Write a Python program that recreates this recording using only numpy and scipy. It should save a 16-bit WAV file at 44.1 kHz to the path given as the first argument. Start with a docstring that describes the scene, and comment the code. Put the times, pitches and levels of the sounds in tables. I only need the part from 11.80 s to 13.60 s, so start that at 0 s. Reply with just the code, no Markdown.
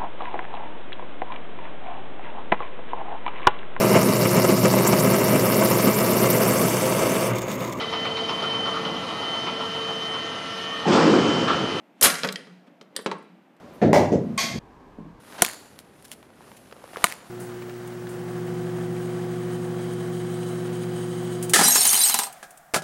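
"""A wooden stick trips a wire spring trap on a stone counter, in an echoing room with a low hush.
The trap slides softly, the trigger slips, and the jaws slam shut, chatter and leave the steel ringing.
The trap jumps, lands and settles with knocks and clacks, while links of its chain tick.
Later it slides again, the chain clicks against the frame and the stick knocks down twice.
A few faint ticks of the chain come last."""
import sys
import numpy as np
from scipy import signal
from scipy.fft import rfft, irfft
from scipy.io import wavfile

SR = 44100
rng = np.random.default_rng(int(sys.argv[2]) if len(sys.argv) > 2 else 0)


def wav_out(sig):
    """Save sig, one row per channel (or a flat mono array), as 16-bit PCM at SR to the path in sys.argv[1]."""
    wavfile.write(sys.argv[1], SR, np.round(np.clip(np.atleast_2d(sig).T, -1, 1) * 32767).astype(np.int16))


N = 79380  # 1.8 seconds

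# In all tables, fade_s is the time to die away by 60 dB; a higher tilt makes a brighter sound.
# Chain links hit: start_s, level_db, tilt_db_per_octave, fade_s, ping_hz, ping_db, ping_fade_s
LINK_HITS = [(0.449, -31, -5, 0.015, 11530, -42, 0.063), (0.525, -30, 4, 0.024, 13650, -35, 0.026),
             (0.5585, -56, 9, 0.0086, 9700, -55.5, 0.27), (1.1642, -16.5, 3.5, 0.015, 8800, -29.5, 0.08),
             (1.1737, -35.5, -6.5, 0.037, 14400, -52, .03), (1.2115, -50.5, 24, .06, 9500, -59, .04),
             (1.221, -55, 14, .04, 11150, -50, 0.055), (1.2460, -63, 14, .015, 9540, -45, 0.015),
             (1.3840, -66.5, 9, 0.013, 9230, -57, 0.036), (1.426, -63, 8, .03, 10200, -66, .03),
             (1.4440, -79, 2, .02, 9700, -69, .03), (1.7660, -65, 2.5, .03, 11800, -71.5, .03)]


def from_db(db):
    """Turn decibels into a number to multiply by."""
    return 10 ** (np.asarray(db) / 20)


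def at_hz(points, hz):
    """Read between the rows of a table, spacing the pitches by octaves."""
    pitches, values = np.transpose(points)
    return np.interp(np.log(np.maximum(hz, 1)), np.log(pitches), values)


def add(out, start_s, sound):
    """Mix a sound in at its start time."""
    i = int(start_s * SR)
    out[i:i + len(sound)] += sound[:len(out) - i]


def fade(fade_s, size):
    """A curve that falls by 60 dB every fade_s seconds."""
    return np.exp(-np.log(1000) * np.arange(size) / SR / max(fade_s, .002))


def gains(colour, size, tilt_db=0):
    """Turn a colour (the balance of low and high pitches) into gains that keep noise equally strong."""
    hz = np.fft.rfftfreq(size, 1 / SR)
    gain = from_db(at_hz(colour, hz) + tilt_db * np.log2(np.maximum(hz, 300)))
    return gain / np.sqrt(np.mean(gain ** 2))


def causal(gain):
    """Make a filter from these gains that lets nothing sound before the blow (minimum phase)."""
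    cepstrum = irfft(np.log(gain))
    half = len(cepstrum) // 2
    cepstrum[1:half] *= 2
    cepstrum[half + 1:] = 0
    return np.exp(rfft(cepstrum))


def noise(colour, size, tilt_db=0):
    """Steady noise of a given colour, with an average strength (rms) of 1."""
    gain = gains(colour, size, tilt_db)
    return irfft(gain * np.exp(2j * np.pi * rng.random(len(gain))), size) * np.sqrt(size)


def contacts(rows, colour, size=8192, thump=0):
    """Each hit is a short burst of shaking, coloured by the thing that shakes."""
    out = np.zeros(N)
    for start_s, level_db, tilt_db, fade_s, *_ in rows:
        burst = rng.standard_normal(size) * fade(fade_s, size)
        burst[0] += thump * np.linalg.norm(burst)  # a first push, relative to the burst
        body = causal(gains(colour, size, tilt_db))
        add(out, start_s, from_db(level_db) * irfft(rfft(burst) * body))
    return out


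def ringing(blows, tones):
    """Every blow rings all of an object's own tones, each with a slightly random strength."""
    out, t = np.zeros(N), np.arange(N // 2) / SR
    for pitch_hz, tone_db, fade_s in tones:
        tone = np.sin(2 * np.pi * pitch_hz * t) * fade(fade_s, len(t))
        for start_s, blow_db, *_ in blows:
            add(out, start_s, from_db(blow_db + tone_db + rng.normal()) * tone)
    return out


def hush():
    """The room's low, steady background noise."""
    # Colour of the hush: pitch_hz, level_db
    colour = [(40, -38.5), (100, -13), (170, 4.5), (290, 4), (440, -7), (680, -2.5), (1100, -11),
              (2600, -17.5), (4300, -30), (8000, -37.5), (15500, -39)]
    return from_db(-56.5) * noise(colour, N)


def slides():
    """The trap rubs on the counter in soft swells of noise."""
    # Small slides: start_s, length_s, level_db, tilt_db_per_octave
    moves = [(0.13, 0.19, -58, 5.5), (0.85, 0.1103, -54, -1), (0.858, 0.039, -52, 3.5),
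             (1.1, 0.088, -48, -0.5), (1.148, 0.0209, -47.5, 5)]
    # Colour of the rubbing: pitch_hz, level_db
    colour = [(150, -27), (280, 12.5), (350, -13.5), (520, -4), (700, -19.5), (3300, -28), (5000, -44),
              (9000, -53), (15000, -68.5)]
    out = np.zeros(N)
    for start_s, length_s, level_db, tilt_db in moves:
        swell = np.hanning(int(length_s * SR))
        rubbing = noise(colour, size=16384, tilt_db=tilt_db)[:len(swell)]
        add(out, start_s, from_db(level_db) * swell * rubbing)
    return out


def trap():
    """The jaws slam, chatter and leave the steel ringing; the wire frame clacks as it settles."""
    # Trigger and jaws strike: start_s, level_db, tilt_db_per_octave, fade_s
    snaps = [(0.2112, -20.5, 1, .025), (0.2128, -14, 5, .025), (0.2213, -21, 3, .03),
             (0.2252, -14, -4.5, .025), (0.2295, 1.5, 3, .06), (0.2385, -6, -1.5, 0.13),
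             (0.2465, -6, 0, .07), (0.2565, -10.5, -3.5, .04), (0.2725, -15, 2.5, 0.023)]
    # Colour of a snap: pitch_hz, level_db
    snap_colour = [(40, -7.5), (150, -5.5), (400, -8), (1400, -1), (2600, -2.5), (5000, -3.5), (7500, -1.5),
                   (10300, 3.5), (12500, -1.5), (15500, -13)]
    # The wire frame clacks: start_s, level_db, tilt_db_per_octave, fade_s
    clacks = [(0.2253, -5, 12.5, 0.05), (0.2566, -14, -1, 0.044), (0.3014, -16.5, -1.5, .015),
              (0.3544, -27.5, 5.5, 0.017), (0.4342, -17.5, -1, 0.013), (0.4465, -35, 21, .02),
              (0.4739, -32, 10, .02), (0.4881, -19.5, -5, .025), (0.5581, -22, -1.5, 0.015),
              (0.671, -49.5, -4, 0.019), (0.726, -67, -14.5, 0.026), (1.012, -44.5, 1.5, .035),
              (1.026, -59, 12, 0.018), (1.3145, -32.5, -6, .018)]
    # Colour of a clack: pitch_hz, level_db
    clack_colour = [(100, -29.5), (500, -23.5), (1200, -13), (1900, 2.5), (2500, -4), (3200, 0),
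                    (4100, -0.5), (5000, -0.5), (6500, -10), (8000, -15.5), (11000, -30), (15000, -34)]
    # Short tones of the wire: pitch_hz, level_db, fade_s
    wire_tones = [(1910, -15, 0.037), (3210, -11.5, 0.027), (4090, -11.5, .025), (5010, -9.5, 0.013),
                  (6500, -20.5, 0.01)]
    # Longer tones of the frame and spring: pitch_hz, level_db, fade_s
    frame_tones = [(1403, -33, 0.54), (2285, -37.5, 0.52), (4030, -36.5, 0.24), (4992, -41.5, 0.49),
                   (6166, -38.5, .25), (6300, -37.5, .3), (8929, -46, .55), (9600, -27.5, .17),
                   (10200, -25, 0.25), (10340, -29, 0.17), (11320, -23.5, 0.13), (11320, -28.5, .14),
                   (12057, -34, .15), (13131, -33.5, .17)]
    clacking = contacts(clacks, clack_colour) + ringing(clacks, wire_tones)
    snapping = contacts(snaps, snap_colour) * chatter()
    # The loudest snap rings the frame hard; each clack rings it gently.
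    slam_s = max(snaps, key=lambda row: row[1])[0]
    slam_db, gentle_db = 6.5, -23
    blows = [(slam_s, slam_db)] + [(start_s, db + gentle_db) for start_s, db, *_ in clacks]
    return snapping + clacking + ringing(blows, frame_tones)


def chatter(swings_per_s=500, swing_db=3.5):
    """Quick, uneven swings in loudness as steel bounces on steel."""
    swings = np.clip(rng.standard_normal(4096), -2, 2)
    position = np.arange(N) * swings_per_s / SR
    gain = from_db(swing_db * np.interp(position, np.arange(len(swings)), swings))
    return gain / np.sqrt(np.mean(gain ** 2))


def counter():
    """The trap knocks on the stone counter, which answers with a low boom."""
    # Knocks: start_s, level_db, tilt_db_per_octave, fade_s
    knocks = [(0.213, -26, -1, 0.15), (0.239, -19, 4.5, 0.049), (0.2528, -14.5, 8.5, 0.15),
              (0.3005, -29.5, 17, 0.12), (0.3410, -28, 8, 0.064), (0.3851, -34, 5, 0.09),
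              (0.4345, -25, 2, 0.053), (0.4411, -20, 2, 0.033), (0.4467, -19, 2, 0.058),
              (0.4744, -34.5, -2, 0.064), (0.4885, -35.5, -4, 0.11), (0.586, -44.5, -1, 0.091),
              (0.669, -45.5, -1, 0.1), (1.0130, -43.5, -2, 0.052), (1.1645, -35.5, -2, 0.0458),
              (1.19, -35, 0.5, .05)]
    # Colour of a knock: pitch_hz, level_db
    colour = [(40, -13), (110, -15.5), (180, 3.5), (330, -4.5), (500, 4.5), (750, -12.5), (1050, -5),
              (1600, -5), (3000, -17), (6000, -26), (10000, -39.5), (13000, -44), (15000, -53.5)]
    # Tones of the counter: pitch_hz, level_db, fade_s
    boom_tones = [(182.7, -18, 0.23), (275, -14.5, 0.058), (475.6, -10.5, 0.067), (618, -9, .09),
                  (962.5, -8, .05), (1150, -12, 0.054)]
    return contacts(knocks, colour) + ringing(knocks, boom_tones)


def chain_ticks():
    """Small chain links strike with bright ticks."""
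    # Colour of a tick: pitch_hz, level_db
    colour = [(100, -20), (1000, -32), (1800, 5), (2500, -13.5), (3200, 5), (4600, 3), (6400, -10),
              (7500, -3), (9300, -7), (12000, -15), (15000, -29)]
    return contacts(LINK_HITS, colour)


def chain_pings():
    """Each struck link rings at its own high pitch."""
    out, t = np.zeros(N), np.arange(N // 2) / SR
    for start_s, *_, ping_hz, ping_db, ping_fade_s in LINK_HITS:
        ping = np.sin(2 * np.pi * ping_hz * t) * fade(ping_fade_s, len(t))
        add(out, start_s, from_db(ping_db) * ping)
    return out


def stick():
    """The wooden stick drops on the counter and bounces: two hollow knocks."""
    # Drop and bounce: start_s, level_db, tilt_db_per_octave, fade_s
    knocks = [(1.2614, -16, 0, 0.049), (1.3150, -24, -1, 0.064)]
    # Colour of wood on stone: pitch_hz, level_db
    colour = [(40, -17), (110, -12), (180, 2), (330, -4.5), (480, 0), (620, 1), (760, -5.5), (950, 2.5),
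              (1180, -1.5), (1600, -9.5), (3000, -12.5), (6000, -22.5), (10000, -34.5), (13000, -54),
              (15000, -59)]
    return contacts(knocks, colour, thump=0.574)


def room(sound):
    """The walls send back early echoes, then a smooth tail whose highest pitches die first."""
    # Colour of the early echoes: pitch_hz, level_db
    early_colour = [(60, -27), (200, 1.5), (1000, -9.5), (4000, -13), (10000, -19), (15000, -22.5)]
    # Colour of the tail: pitch_hz, level_db
    tail_colour = [(50, -36), (125, -29), (178, 4.5), (225, -7.5), (350, -7), (560, -8), (850, -11.5),
                   (1500, -10), (4000, -17.5), (8000, -19), (15000, -27.5)]
    # How long the tail lasts: pitch_hz, fade_s
    tail_fades = [(150, 1.05), (450, 0.44), (1000, 0.4), (2500, .74), (5000, 0.68), (8000, 0.56),
                  (12000, .32), (16000, 0.25)]
    hz = np.fft.rfftfreq(N, 1 / SR)
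    early_noise, tail_noise = np.exp(2j * np.pi * rng.random((2, len(hz))))
    decay = fade(fade_s=0.19, size=N)
    early = irfft(early_noise, N) * np.sqrt(N) * decay / np.linalg.norm(decay)
    tail, octaves_hz = np.zeros(N), np.geomspace(125, 16000, 8)
    for centre_hz in octaves_hz:
        band = np.interp(np.log(hz + 1), np.log(octaves_hz), octaves_hz == centre_hz)
        decay = fade(at_hz(tail_fades, centre_hz), N)
        tail += irfft(tail_noise * band, N) * np.sqrt(N) * decay / np.linalg.norm(decay)
    hz = np.fft.rfftfreq(2 * N, 1 / SR)
    out = np.zeros(N)
    for echoes, colour, delay_s in ((early, early_colour, .004), (tail, tail_colour, .014)):
        spectrum = rfft(sound, 2 * N) * rfft(echoes, 2 * N) * from_db(at_hz(colour, hz))
        add(out, delay_s, irfft(spectrum)[:N])
    return out


def scene():
    """Trap, counter, stick and chain in the room, over a low hush."""
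    direct = trap() + counter() + slides() + stick() + chain_ticks()
    pings = chain_pings()
    echoes = room(direct + from_db(-2) * pings)  # small links send less sound into the room
    return (direct + pings + echoes + hush())[None]


def record(dry, low_cut_hz=180, peak_limit=0.4, high_cut_hz=15300):
    """The microphone thins the bass, the loudest peaks are rounded and the highest treble is cut."""
    thin = signal.sosfilt(signal.butter(2, low_cut_hz, "high", fs=SR, output="sos"), dry)
    rounded = peak_limit * np.tanh(thin / peak_limit)
    return signal.sosfilt(signal.ellip(10, .2, 80, high_cut_hz, fs=SR, output="sos"), rounded)


dry = scene()
out = record(dry)
wav_out(out)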